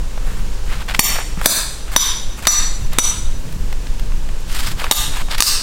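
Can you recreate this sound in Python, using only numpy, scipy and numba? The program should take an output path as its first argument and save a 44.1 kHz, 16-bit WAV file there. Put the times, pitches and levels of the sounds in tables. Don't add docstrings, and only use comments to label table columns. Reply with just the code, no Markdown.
import sys
import numpy as np
from scipy import signal
from scipy.fft import rfft, irfft, next_fast_len
from scipy.io import wavfile
from scipy.ndimage import uniform_filter1d, minimum_filter1d
from numba import njit

SR = 44100
rng = np.random.default_rng(int(sys.argv[2]) if len(sys.argv) > 2 else 0)


def put_to_file(sound):
    columns = np.atleast_2d(sound).T
    safe = np.clip(columns, -1, 1)
    whole_steps = np.round(safe * 32767)
    wavfile.write(sys.argv[1], SR, whole_steps.astype(np.int16))


N = 247842
T = np.arange(N) / SR


def amp(db):
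    return 10 ** (np.asarray(db) / 20)


def unit_rms(x):
    return x / np.sqrt(np.mean(x ** 2))


def shaped_noise(points):
    (low_hz, low_db), (high_hz, high_db) = points[0], points[-1]
    hz, db = np.transpose([(low_hz / 2, low_db - 20), *points, (high_hz * 2, high_db - 20)])
    size = next_fast_len(N)
    bin_hz = np.maximum(np.arange(size // 2 + 1) * SR / size, 1)
    gain = amp(np.interp(np.log(bin_hz), np.log(hz), db))
    return unit_rms(irfft(rfft(rng.standard_normal(size)) * gain, size)[:N])


def band(x, hz, width_hz):
    edges_hz = max(hz - width_hz / 2, hz / 4), min(hz + width_hz / 2, .45 * SR)
    return signal.sosfilt(signal.butter(2, edges_hz, "bandpass", fs=SR, output="sos"), x)


def walk(rate_hz):
    step = int(SR / rate_hz)
    levels = np.repeat(rng.standard_normal(N // step + 1), step)
    return 1.2 * uniform_filter1d(levels, step)[:N]


def fade(t, t60_s):
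    return np.exp(-np.log(1000) * t / t60_s)


def add(out, start_s, x):
    i = int(start_s * SR)
    out[i:i + len(x)] += x[:len(out) - i]


@njit
def follow(x, attack_s, release_s):
    level, out = 1e-6, np.empty(len(x))
    for i in range(len(x)):
        level += (x[i] - level) / (SR * (attack_s if x[i] > level else release_s))
        out[i] = level
    return out


# frequency in Hz, level in dB, base t60 in seconds.
HEAD_MODES = [(3707, -2.5, 0.033), (3737, -16.5, .12), (7720, -9, 0.024), (6880, -26, 0.054)]
LONG_NOTE_MODES = [(5914, -15.5, 0.56), (5940, -10.5, 0.25), (9930, -20.5, 0.12), (9180, -25, .1),
                   (12170, -23, 0.092)]
LENGTHWISE_MODES = [(7080, -13.5, 0.075), (8380, -10.5, 0.065), (9770, -14, 0.069), (11440, -20.5, 0.18),
                    (13500, -15.5, 0.13), (15100, -21, .09), (16130, -31, 0.092)]
BENDING_MODES = [(4470, -20.5, 0.27), (5600, -15.5, .12), (11400, -23, 0.094), (2460, -25, 0.15)]
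LOW_MODES = [(1199, -12, 0.25), (1680, -19, .06), (880, -23, .08)]


def steel_ring(t, groups_db, t60_scale):
    out = np.zeros(len(t))
    groups = HEAD_MODES, LONG_NOTE_MODES, LENGTHWISE_MODES, BENDING_MODES, LOW_MODES
    for modes, group_db in zip(groups, groups_db):
        draws = rng.standard_normal((len(modes), 3))
        for (hz, db, t60_s), (spread, detune, phase) in zip(modes, draws):
            waver_db = 2.5 * np.interp(t, np.arange(50) / 100, rng.standard_normal(50))
            tone = np.sin(2 * np.pi * (hz * (1 + .0008 * detune) * t + phase))
            out += amp(db + group_db + waver_db + 1.5 * spread) * fade(t, t60_scale * t60_s) * tone
    return out


# start in seconds, force in dB, crack treble in dB, ring in dB for each of the five groups
# (head, long note, lengthwise, bending, low), thud in dB, thud pitch in Hz, t60 scale.
BLOWS = [(0.9930, 14.6, -29, -8, -16, 0, 1, -13.5, 4, 770, 0.35),
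         (1.4584, 15.6, -7, -14, -4, 0.5, -3, -21.5, 4.5, 663, 0.23),
         (1.9628, 11.9, -11.5, 1.5, 0.5, -3, -6, -11, 8, 1100, 0.3),
         (2.4704, 14.6, -36, -1.5, 0.5, -15.5, -3.5, -8.5, 0, 1020, 0.5),
         (2.9857, 10, -27, 5.5, 0.5, -11.5, -17, -10, 3, 1040, 0.4),
         (4.9120, 8.7, -2, -3.5, -16, -3, -1.5, -9, 4, 900, 0.66),
         (5.4047, 4.7, -11.5, -2, -13, 1.5, 5, -4, -4.5, 900, 0.47)]
# start in seconds, force in dB.
REBOUNDS = [(2.4759, 6), (2.9935, 7), (4.9226, 6), (5.4233, 20)]


def hammer_blows():
    out, t = np.zeros(N), T[:SR // 2]
    for start_s, force_db, treble_db, *groups_db, thud_db, thud_hz, t60_scale in BLOWS:
        body, treble, ground = rng.standard_normal((3, len(t)))
        crack = amp(5.5) * band(body, 2310, 11900) + amp(4.5 + treble_db) * band(treble, 9350, 11300)
        thud = band(ground, 560, 960) + amp(-11) * np.sin(2 * np.pi * thud_hz * t)
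        thump = amp(-12.5) * np.sin(2 * np.pi * 240 * t)
        hit = crack * fade(t, 0.0076) + steel_ring(t, groups_db, t60_scale)
        hit += amp(thud_db) * (thud * fade(t, 0.014) + thump * fade(t, 0.012))
        add(out, start_s, amp(force_db) * hit)
        for rebound_s, rebound_db in REBOUNDS:
            if 0 < rebound_s - start_s < 0.05:
                add(out, rebound_s, amp(rebound_db) * hit * fade(t, 0.0057))
        add(out, start_s - .0016, -amp(-12.5) * np.hanning(SR // 800))
    return out


# centre in Hz, t60 in seconds, level in dB.
ECHO_BANDS = [(503, 0.3, 2), (1850, 0.56, -3.5), (6440, 0.69, -3), (12800, 0.3, 8)]


def trunk_echo(hits, gain_db=-5):
    t = T[:SR]
    response = sum(amp(db) * band(rng.standard_normal(SR), hz, 1.16 * hz) * fade(t, t60_s)
                   for hz, t60_s, db in ECHO_BANDS)
    response *= np.interp(t, [0.032, 0.043], [0.56, 1])
    response /= np.sqrt(np.sum(response ** 2))
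    return amp(gain_db) * signal.fftconvolve(hits, response)[:N]


# frequency in Hz, level in dB.
CLOTH_BODY = [(600, -1.5), (1200, 2.5), (2500, 0), (4000, 0), (5000, 0), (6000, -5)]
CLOTH_TREBLE = [(7500, 14.5), (9600, 10), (13500, 7.5)]
# start in seconds, length in seconds, level in dB, centre in Hz, relative treble in dB.
SWISHES = [(0.188, 0.23, -39, 1200, -7), (0.659, 0.165, -32, 1760, -11.5),
           (0.878, 0.035, -21.5, 1820, -12.5), (0.936, 0.01, -22.5, 2200, -10),
           (0.952, 0.028, -41, 2500, -1), (1.051, 0.17, -26, 1290, -18), (1.375, 0.048, -34.5, 1500, -11),
           (1.41, 0.053, -29.5, 2500, 0), (1.871, 0.025, -35.5, 1500, -12), (1.908, 0.047, -30, 1800, -4),
           (2.362, 0.045, -36, 1300, -4), (2.421, 0.041, -30, 1800, -6), (2.911, 0.066, -30.5, 1780, -12),
           (4.461, 0.26, -26, 3300, -5), (4.761, 0.092, -28.5, 2000, -8.5),
           (4.852, 0.047, -32.5, 2000, -10), (5.097, 0.12, -28.5, 1810, -9),
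           (5.294, 0.055, -20.5, 2460, -11.5), (5.373, 0.023, -27, 3000, -8)]


def sleeves(rise_share=0.4, sag_db=2, stop_s=0.0081):
    grain = amp(2.5 * walk(90) + 2.3 * walk(1000))
    body = unit_rms(grain * shaped_noise(CLOTH_BODY))
    treble = unit_rms(grain * shaped_noise(CLOTH_TREBLE))
    out = np.zeros(N)
    for start_s, length_s, db, hz, treble_db in SWISHES:
        progress = (T - start_s) / length_s
        swell = np.clip(progress / rise_share, 0, 1)
        sag = amp(np.interp(progress, [rise_share, 1], [0, -sag_db]))
        stop = np.exp(-np.maximum(T - start_s - length_s, 0) / stop_s)
        friction = unit_rms(band(body, hz, 1.9 * hz)) + amp(treble_db) * treble
        out += amp(db) * swell * sag * stop * friction
    return out


# start in seconds, level in dB, centre in Hz, relative treble in dB.
SCRAPES = [(0.175, -27.5, 905, -22), (0.895, -19.5, 1660, -20), (0.946, -11, 2200, -21),
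           (1.185, -14.5, 1010, -28), (1.372, -31, 960, -13), (1.413, -18, 1020, -13),
           (1.917, -29, 940, -2), (2.423, -31, 1250, -2), (2.452, -20.5, 2500, -13),
           (2.931, -30.5, 1010, 4), (3.524, -40, 1250, 3), (3.726, -28, 1970, -7),
           (3.868, -31.5, 2700, -15), (3.995, -30.5, 2500, -7), (4.119, -34, 1550, -17),
           (4.288, -28.5, 1520, -16), (4.685, -26, 3060, -12), (4.733, -37, 1500, -21),
           (4.797, -21.5, 2660, -15), (4.817, -22, 1200, -18), (4.841, -12.5, 1680, -18),
           (4.865, -22, 1150, -25), (5.284, -25.5, 1240, -22), (5.313, -22.5, 3350, -20),
           (5.38, -20.5, 3020, -2)]


def scrapes(rise_s=0.0019):
    out, t = np.zeros(N), T[:SR // 10]
    envelope = t / rise_s * np.exp(1 - t / rise_s)
    for start_s, db, hz, treble_db in SCRAPES:
        body, treble = rng.standard_normal((2, len(t)))
        body = unit_rms(band(body, hz, 1.22 * hz))
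        treble = unit_rms(band(treble, 8000, 13000))
        add(out, start_s, amp(db) * envelope * (body + amp(treble_db) * treble))
    return out


# start in seconds, level in dB, pitch in Hz.
KNOCKS = [(0.174, -23, 124), (1.375, -14, 172), (3.561, -20.5, 171)]


def knocks():
    out, t = np.zeros(N), T[:SR // 10]
    for start_s, db, hz in KNOCKS:
        add(out, start_s, amp(db) * np.sin(2 * np.pi * hz * t) * fade(t, t60_s=0.058))
    return out


def twigs(snaps_per_s=14):
    when, faintness = rng.random((int(snaps_per_s * N / SR), 2)).T
    snaps = np.zeros(N)
    snaps[(when * N).astype(int)] = amp(-42 - 6.3 * np.log(faintness + .01))
    burst = rng.standard_normal(SR // 200) * fade(T[:SR // 200], t60_s=.004)
    return band(signal.fftconvolve(snaps, burst)[:N], 12000, 7000)


# time in seconds, buffeting in dB, rumble in dB.
GUSTS = [(0.0, -13, -34), (0.41, -12.5, -31.5), (1.47, -19.5, -35), (1.66, -21.5, -37), (1.81, -21, -46),
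         (2.02, -14, -36), (2.41, -19, -35), (2.47, -14.5, -34.5), (3.47, -17, -30), (4.04, -11, -34.5),
         (4.43, -18.5, -34), (4.76, -13.5, -32), (4.9, -11.5, -35), (5.23, -15, -29), (5.38, -14, -36),
         (5.62, -24, -38)]
# frequency in Hz, relative density in dB.
BUFFET_SPECTRUM = [(2.9, -60), (5.0, 4.5), (16, 9.5), (23, 1), (35, -4), (43, -1.5), (60, -14.5), (78, -63),
                   (130, -120)]
RUMBLE_SPECTRUM = [(50, 2), (100, -1.5), (200, -9), (400, -22)]


def wind():
    time_s, buffet_db, rumble_db = np.transpose(GUSTS)
    buffet = amp(np.interp(T, time_s, buffet_db)) * shaped_noise(BUFFET_SPECTRUM)
    rumble = amp(np.interp(T, time_s, rumble_db) + 2.3 * walk(14)) * shaped_noise(RUMBLE_SPECTRUM)
    return buffet + rumble


# frequency in Hz, relative density in dB.
AIR_SPECTRUM = [(120, -0.5), (200, -9.5), (328, -10.5), (509, -8.5), (696, -16), (916, -12.5), (1420, -18),
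                (1530, -15.5), (2090, -19.5), (2650, -17.5), (3370, -20), (7270, -21), (16000, -38)]


def air(level_db=-36.5):
    return amp(level_db + .5 * walk(3) + .5 * walk(40)) * shaped_noise(AIR_SPECTRUM)


def scene():
    hits, hiss = hammer_blows(), air()
    return (hits + trunk_echo(hits) + sleeves() + scrapes() + knocks() + twigs() + wind() + hiss)[None]


def record(dry):
    limit_db, max_duck_db, cutoff_hz = -0.5, 12, 15900
    hold = int(0.038 * SR)
    held_peak = -minimum_filter1d(-np.abs(dry[0]), size=hold, origin=(hold - 1) // 2)
    over_db = np.clip(20 * np.log10(held_peak + 1e-9) - limit_db, 0, max_duck_db)
    duck_db = follow(over_db, attack_s=0.0026, release_s=0.0092)
    clipped = np.clip(dry * amp(-duck_db), -.95, .95)
    lowpass = signal.ellip(8, .2, 70, cutoff_hz, fs=SR, output="sos")
    return np.clip(signal.sosfilt(lowpass, clipped), -1, 1)


dry = scene()
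out = record(dry)
put_to_file(out)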